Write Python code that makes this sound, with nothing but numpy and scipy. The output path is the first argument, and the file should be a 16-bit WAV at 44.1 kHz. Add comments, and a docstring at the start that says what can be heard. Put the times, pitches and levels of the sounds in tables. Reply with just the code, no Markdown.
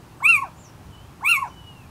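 """A low outdoor rumble runs throughout, and a far bird gives a thin whistle. Then a little owl on a bough
yelps: one arch of pitch with a small hitch on the way down. At full effort its second harmonic (twice
the pitch) takes over and rasping overtones open above it. Branches and the wood throw the call back.
A far bird buzzes, and another whistles as the rumble swells. The owl yelps a second time, and a last
buzz and a long falling whistle end the scene."""
import sys
import numpy as np
from scipy import signal
from scipy.fft import rfft, irfft
from scipy.io import wavfile
from scipy.ndimage import uniform_filter1d

SR = 44100
rng = np.random.default_rng(int(sys.argv[2]) if len(sys.argv) > 2 else 0)


def wav_out(sig):
    """Save sig, one row per channel (or a flat mono array), as 16-bit PCM at SR to the path in sys.argv[1]."""
    wavfile.write(sys.argv[1], SR, np.round(np.clip(np.atleast_2d(sig).T, -1, 1) * 32767).astype(np.int16))


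N = 83790


def amp(db):
    """Turns decibels into a number to multiply a sound by."""
    return 10 ** (np.asarray(db) / 20)


def unit(x):
    """Scales a signal so that its average size (rms) is 1."""
    return x / np.sqrt(np.mean(x ** 2) + 1e-20)


def read(points, hz):
    """Looks up a value between the rows of a frequency table, giving each octave equal room."""
    f, value = np.transpose(points)
    return np.interp(np.log(hz + 1), np.log(f), value)


def curves(rows):
    """Joins the rows of a time table into one smooth curve for each column after the time."""
    times, *columns = np.transpose(rows)
    return [uniform_filter1d(np.interp(np.arange(N) / SR, times, c), size=180) for c in columns]


def gate(rows):
    """Gently switches a sound on at a table's first time and off at its last."""
    t = np.arange(N) / SR
    return uniform_filter1d(1. * ((t > rows[0][0]) & (t < rows[-1][0])), size=200)


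def noise(shape_db):
    """Noise whose level at each frequency is set by the function shape_db."""
    gain = amp(shape_db(np.fft.rfftfreq(N, 1 / SR)))
    return unit(irfft(rfft(rng.standard_normal(N)) * gain, N))


def wobble(hz):
    """A random drift, mostly slower than the given rate."""
    return noise(lambda f: -20 * np.log10(1 + (f / hz) ** 2))


# tone of the open air, from deep rumble to faint hiss (frequency [Hz], relative level [dB])
AIR_TONE = [(20, -28), (48, -11), (68, -4.5), (100, -2), (175, -4), (210, -9.5), (330, -10), (500, -17.5),
            (950, -13.5), (2100, -26), (2800, -25), (3400, -29), (10000, -35), (15500, -39)]
# how the rumble swells (time [s], bass boost [dB])
RUMBLE_SWELL = [(.65, 3.5), (.92, 10), (1.15, 1.5), (1.85, 7.5)]
AIR_DB, AIR_PATCHY_DB, RUMBLE_BELOW_HZ = -45, 0.5, 148
def air():
    """A distant rumble swells slowly under a faint hiss; both drift a little, in patches."""
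    hz, t, spectrum = signal.stft(noise(lambda f: read(AIR_TONE, f)), SR, nperseg=1024)
    patches = uniform_filter1d(rng.standard_normal(spectrum.shape), size=10, axis=0)
    patches = unit(uniform_filter1d(patches, size=10, axis=1))
    swell_db = np.interp(t, *np.transpose(RUMBLE_SWELL)) / (1 + (hz[:, None] / RUMBLE_BELOW_HZ) ** 2)
    spectrum = spectrum * amp(AIR_PATCHY_DB * patches + swell_db)
    return amp(AIR_DB) * unit(signal.istft(spectrum, nperseg=1024)[1][:N])


BUZZ_RATE_HZ = 180
def far_note(rows, depth_hz):
    """A pure bird note; swinging its pitch quickly up and down by depth_hz makes it buzz."""
    hz, db = curves(rows)
    swing = np.sin(2 * np.pi * BUZZ_RATE_HZ * np.arange(N) / SR)
    phase = 2 * np.pi * np.cumsum(hz + depth_hz * swing) / SR
    return np.sqrt(2) * amp(db) * gate(rows) * np.sin(phase)


# far whistles, one list for each note (time [s], pitch [Hz], level [dB])
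WHISTLES = [
    [(.17, 7800, -70), (.195, 8350, -64), (.22, 8650, -74)],
    [(.9, 3200, -71), (.936, 2974, -55.5), (.97, 2950, -55), (1.038, 3180, -64.5), (1.06, 3250, -74)],
    [(1.5, 3018, -60), (1.63, 2950, -51), (1.71, 2890, -50.5), (1.75, 2797, -59), (1.81, 2660, -57),
     (1.875, 2330, -68)],
]
# a small bird's thin buzzes, one list for each note (time [s], pitch [Hz], level [dB])
BUZZES = [
    [(.56, 6790, -70), (.605, 7340, -55), (.632, 7130, -58.5), (.66, 5800, -52), (.705, 5550, -63)],
    [(1.455, 6600, -81), (1.483, 5860, -59), (1.52, 5500, -68)],
]
BUZZ_DEPTH_HZ, FAR_ECHO_DB = 250, -6.5
def far_birds():
    """Birds whistle and buzz deeper in the wood, and the trees echo them."""
    whistles = sum(far_note(rows, depth_hz=0) for rows in WHISTLES)
    buzzes = sum(far_note(rows, BUZZ_DEPTH_HZ) for rows in BUZZES)
    notes = whistles + buzzes
    return notes + amp(FAR_ECHO_DB) * wood(notes)


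# how the wood rings (frequency [Hz], time to fade by 60 dB [s], relative level [dB])
WOOD_RING = [(600, 0.14, 3.5), (951, 0.24, 6.5), (1400, 0.24, 3.5), (2580, 0.25, 1), (15000, 0.23, -1.5)]
WOOD_DELAY_S, ECHOES_PER_S = .006, 4000
def wood(x):
    """Trunks and twigs scatter a sound into many tiny echoes, which blur into a short tail."""
    echoes = rng.choice([-1., 1.], SR) * (rng.random(SR) < ECHOES_PER_S / SR)
    hz, t, spectrum = signal.stft(echoes, SR, nperseg=256)
    fade_s = read([(f, s) for f, s, db in WOOD_RING], hz)[:, None]
    tone_db = read([(f, db) for f, s, db in WOOD_RING], hz)[:, None]
    tail = signal.istft(spectrum * amp(tone_db - 60 * t / fade_s), SR, nperseg=256)[1]
    tail = np.r_[np.zeros(round(WOOD_DELAY_S * SR)), tail / np.linalg.norm(tail)]
    return signal.fftconvolve(x, tail)[:N]


# the arch of each yelp (time [s], pitch [Hz])
PITCH_1 = [(.203, 509), (.222, 847), (.232, 1106), (.238, 1082), (.267, 1280), (.289, 1369), (.301, 1378),
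           (.318, 1337), (.349, 1216), (.367, 1152), (.39, 1064), (.397, 1142), (.425, 1085), (.447, 818),
           (.49, 590)]
PITCH_2 = [(1.208, 487.7), (1.234, 910.4), (1.242, 1091), (1.247, 1090), (1.272, 1241), (1.292, 1374),
           (1.304, 1406), (1.317, 1365), (1.344, 1191), (1.358, 1131), (1.385, 1052), (1.394, 1158),
           (1.424, 1087), (1.449, 854), (1.492, 576)]
# loudness of its two lowest tones (time [s], first harmonic [dB], second harmonic [dB])
LEVELS_1 = [(.2, -62, -36.5), (.217, -43, -47), (0.23, -24, -49.5), (.237, -33.5, -29.5), (.25, -36, -16),
            (.261, -28, -10.5), (0.274, -37.5, -16), (0.296, -25.5, -12), (.326, -34, -15),
            (0.354, -32.5, -14.5), (0.391, -27, -36.5), (0.403, -41, -43), (0.425, -22.5, -53.5),
            (0.451, -37, -49.5), (.49, -53, -49.5)]
LEVELS_2 = [(1.207, -84, -42), (1.222, -42.5, -45), (1.239, -25.5, -49.5), (1.248, -30.5, -27),
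            (1.257, -37, -20), (1.274, -35.5, -17.5), (1.302, -27.5, -17.5), (1.323, -33, -12.5),
            (1.341, -31.5, -21.5), (1.364, -35.5, -19.5), (1.382, -25.5, -38.5), (1.406, -35, -56),
            (1.429, -21, -52), (1.452, -36, -48), (1.492, -54, -50.5)]
# its bright edge (time [s], gain of overtones and rasp [dB], extra gain of their top treble [dB])
EDGE_1 = [(.22, -73, -8), (.231, -59, 0), (.248, -37, -7), (.262, -39.5, -4), (.275, -45.5, 0),
          (.29, -39.5, -12), (.322, -41, -16), (.34, -40.5, -16), (0.361, -36, -8), (.385, -52.5, 9),
          (.42, -52, -8), (.452, -72, -5)]
EDGE_2 = [(1.23, -71, -8), (1.243, -55, -2), (1.255, -41, 5), (1.268, -36.5, 1), (1.28, -41, -1),
          (1.293, -35.5, 0), (1.311, -32.5, 0), (1.335, -41, 1), (1.364, -36, 0), (1.385, -53, -1),
          (1.42, -55, 0), (1.453, -64, -1)]
# the two yelps (pitch [table], loudness [table], edge [table], loudness shake [0-1], echo gain [dB])
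YELPS = [(PITCH_1, LEVELS_1, EDGE_1, 0.034, -16.5), (PITCH_2, LEVELS_2, EDGE_2, 0.094, -14)]
JITTER, JITTER_HZ, SHIMMER_HZ = 0.001, 700, 125.5  # jitter shakes the pitch, shimmer the loudness
SLACK_JITTER, SLACK_BELOW_HZ = .26, 1000  # at its low start and end the voice is slack and shakes more
HARSH_AT_HZ, HARSH_WIDTH_HZ = 1260, 48  # the voice breaks up as it passes this pitch
RASP_DB, HARSH_BOOST_DB = -18.5, 7
TREBLE_FROM_HZ, TREBLE_FULL_HZ = 10600, 13900
def yelp(pitch, levels, edge, shimmer, echo_db):
    """The owl's slightly unsteady voice, with a puff of air on each vibration, and its echoes."""
    hz = curves(pitch)[0]
    first_db, second_db = curves(levels)
    upper_db, treble_db = curves(edge)
    jitter = JITTER + SLACK_JITTER * np.clip(1 - hz / SLACK_BELOW_HZ, 0, 1)
    phase = 2 * np.pi * np.cumsum(hz * (1 + jitter * wobble(JITTER_HZ))) / SR
    low = amp(first_db) * np.sin(phase) + amp(second_db) * np.sin(2 * phase)
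    harsh = np.exp(-((hz - HARSH_AT_HZ) / HARSH_WIDTH_HZ) ** 2)
    puffs = 1 + .5 * np.cos(phase)
    rasp = throat_air() * puffs * amp(RASP_DB + HARSH_BOOST_DB * harsh)
    upper = (overtones(hz, phase, harsh) + rasp) * amp(upper_db)
    # separate the top treble so that it can have its own loudness
    treble_share = np.interp(np.fft.rfftfreq(N, 1 / SR), [TREBLE_FROM_HZ, TREBLE_FULL_HZ], [0, 1])
    treble = irfft(rfft(upper) * treble_share, N)
    voice = np.sqrt(2) * low + upper - treble + amp(treble_db) * treble
    call = voice * (1 + shimmer * wobble(SHIMMER_HZ)) * gate(pitch)
    return call + amp(echo_db) * (branches(call) + wood(call))


# tone of the rasp (frequency [Hz], relative level [dB])
RASP_TONE = [(1800, -33), (3100, 15), (4200, 15), (5500, -7), (7000, -9), (9000, 1), (12000, 1.5),
             (15500, -2)]
def throat_air():
    """Air rasps through the owl's throat."""
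    return noise(lambda f: read(RASP_TONE, f))


# harmonics 3 to 14 on the side of the arch, at its top, and as the voice relaxes (relative level [dB])
SHRILL_DB = [-10, -27.5, -24.5, -16, -0.5, -14, -23, -7.5, -9.5, -12, -15, -16]
OPEN_DB = [-3.5, -8.5, -11, -13, -0.5, -6.5, -10, -12, -11, -10, -12, -15]
RELAXED_DB = [-17, -13, -13, -7.5, -8.5, -17, -6.5, -6, -13, -16, -20, -16]
OPEN_AT_HZ, OPEN_WIDTH_HZ = 1361, 97  # the voice opens as the pitch nears its top
HOLD_S, RELAX_S = 0.042, 0.024  # it holds after the top, then relaxes
FLUTTER_DB, FLUTTER_HZ = 3.3, 90  # each overtone swells and fades by itself
FRAY_RAD, HARSH_FRAY_RAD, FRAY_HZ = .025, .06, 600  # tiny timing slips roughen the tones
SPLIT_FROM_HARMONIC, SPLIT_DB = 10, -13  # extra tones half-way between the highest harmonics
def overtones(hz, phase, harsh):
    """The voice's higher tones: shrill, then open, then relaxed. When harsh they fray and split."""
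    opened = np.exp(-((hz - OPEN_AT_HZ) / OPEN_WIDTH_HZ) ** 2)
    since_top_s = (np.arange(N) - np.argmax(hz)) / SR
    relaxed = np.clip((since_top_s - HOLD_S) / RELAX_S, 0, 1)
    phase = phase + (FRAY_RAD + HARSH_FRAY_RAD * harsh) * wobble(FRAY_HZ)
    stack = 0
    for k, (shrill_db, open_db, relaxed_db) in enumerate(zip(SHRILL_DB, OPEN_DB, RELAXED_DB), 3):
        effort_db = shrill_db + opened * (open_db - shrill_db)
        db = (1 - relaxed) * effort_db + relaxed * relaxed_db
        harmonic = amp(db + FLUTTER_DB * wobble(FLUTTER_HZ)) * np.sin(k * phase)
        split = harsh * amp(SPLIT_DB + FLUTTER_DB * wobble(FLUTTER_HZ)) * (k >= SPLIT_FROM_HARMONIC)
        stack = stack + harmonic + split * np.sin((k + .5) * phase)
    return np.sqrt(2) * stack


# echoes off near branches (delay [s], level compared with the wood's echo [dB])
BRANCH_ECHOES = [(.0073, 1), (0.0156, 0.5)]
def branches(x):
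    """The nearest boughs each throw back one slightly late copy of the call."""
    t = np.arange(N) / SR
    return sum(amp(db) * np.interp(t - delay, t, x) for delay, db in BRANCH_ECHOES)


# one crack of the voice early in each yelp (time [s], level [dB])
CRACKS = [(.2325, -56), (1.2425, -50)]
CRACK_S = .0015
def cracks():
    """A tiny burst of rasp as the voice snaps from soft to loud."""
    t = np.arange(N) / SR
    bursts = sum(amp(db) * np.exp(-((t - at_s) / CRACK_S) ** 2) for at_s, db in CRACKS)
    return throat_air() * bursts


def scene():
    """Adds the owl, the far birds and the open air into one channel."""
    owl = sum(yelp(*row) for row in YELPS) + cracks()
    return (owl + far_birds() + air())[None]


CUTOFF_HZ = 15720
def record(dry):
    """Cuts away the very highest treble."""
    low_pass = signal.firwin(801, CUTOFF_HZ, window=("kaiser", 9), fs=SR)
    return signal.oaconvolve(dry, low_pass[None], "same")


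dry = scene()
out = record(dry)
wav_out(out)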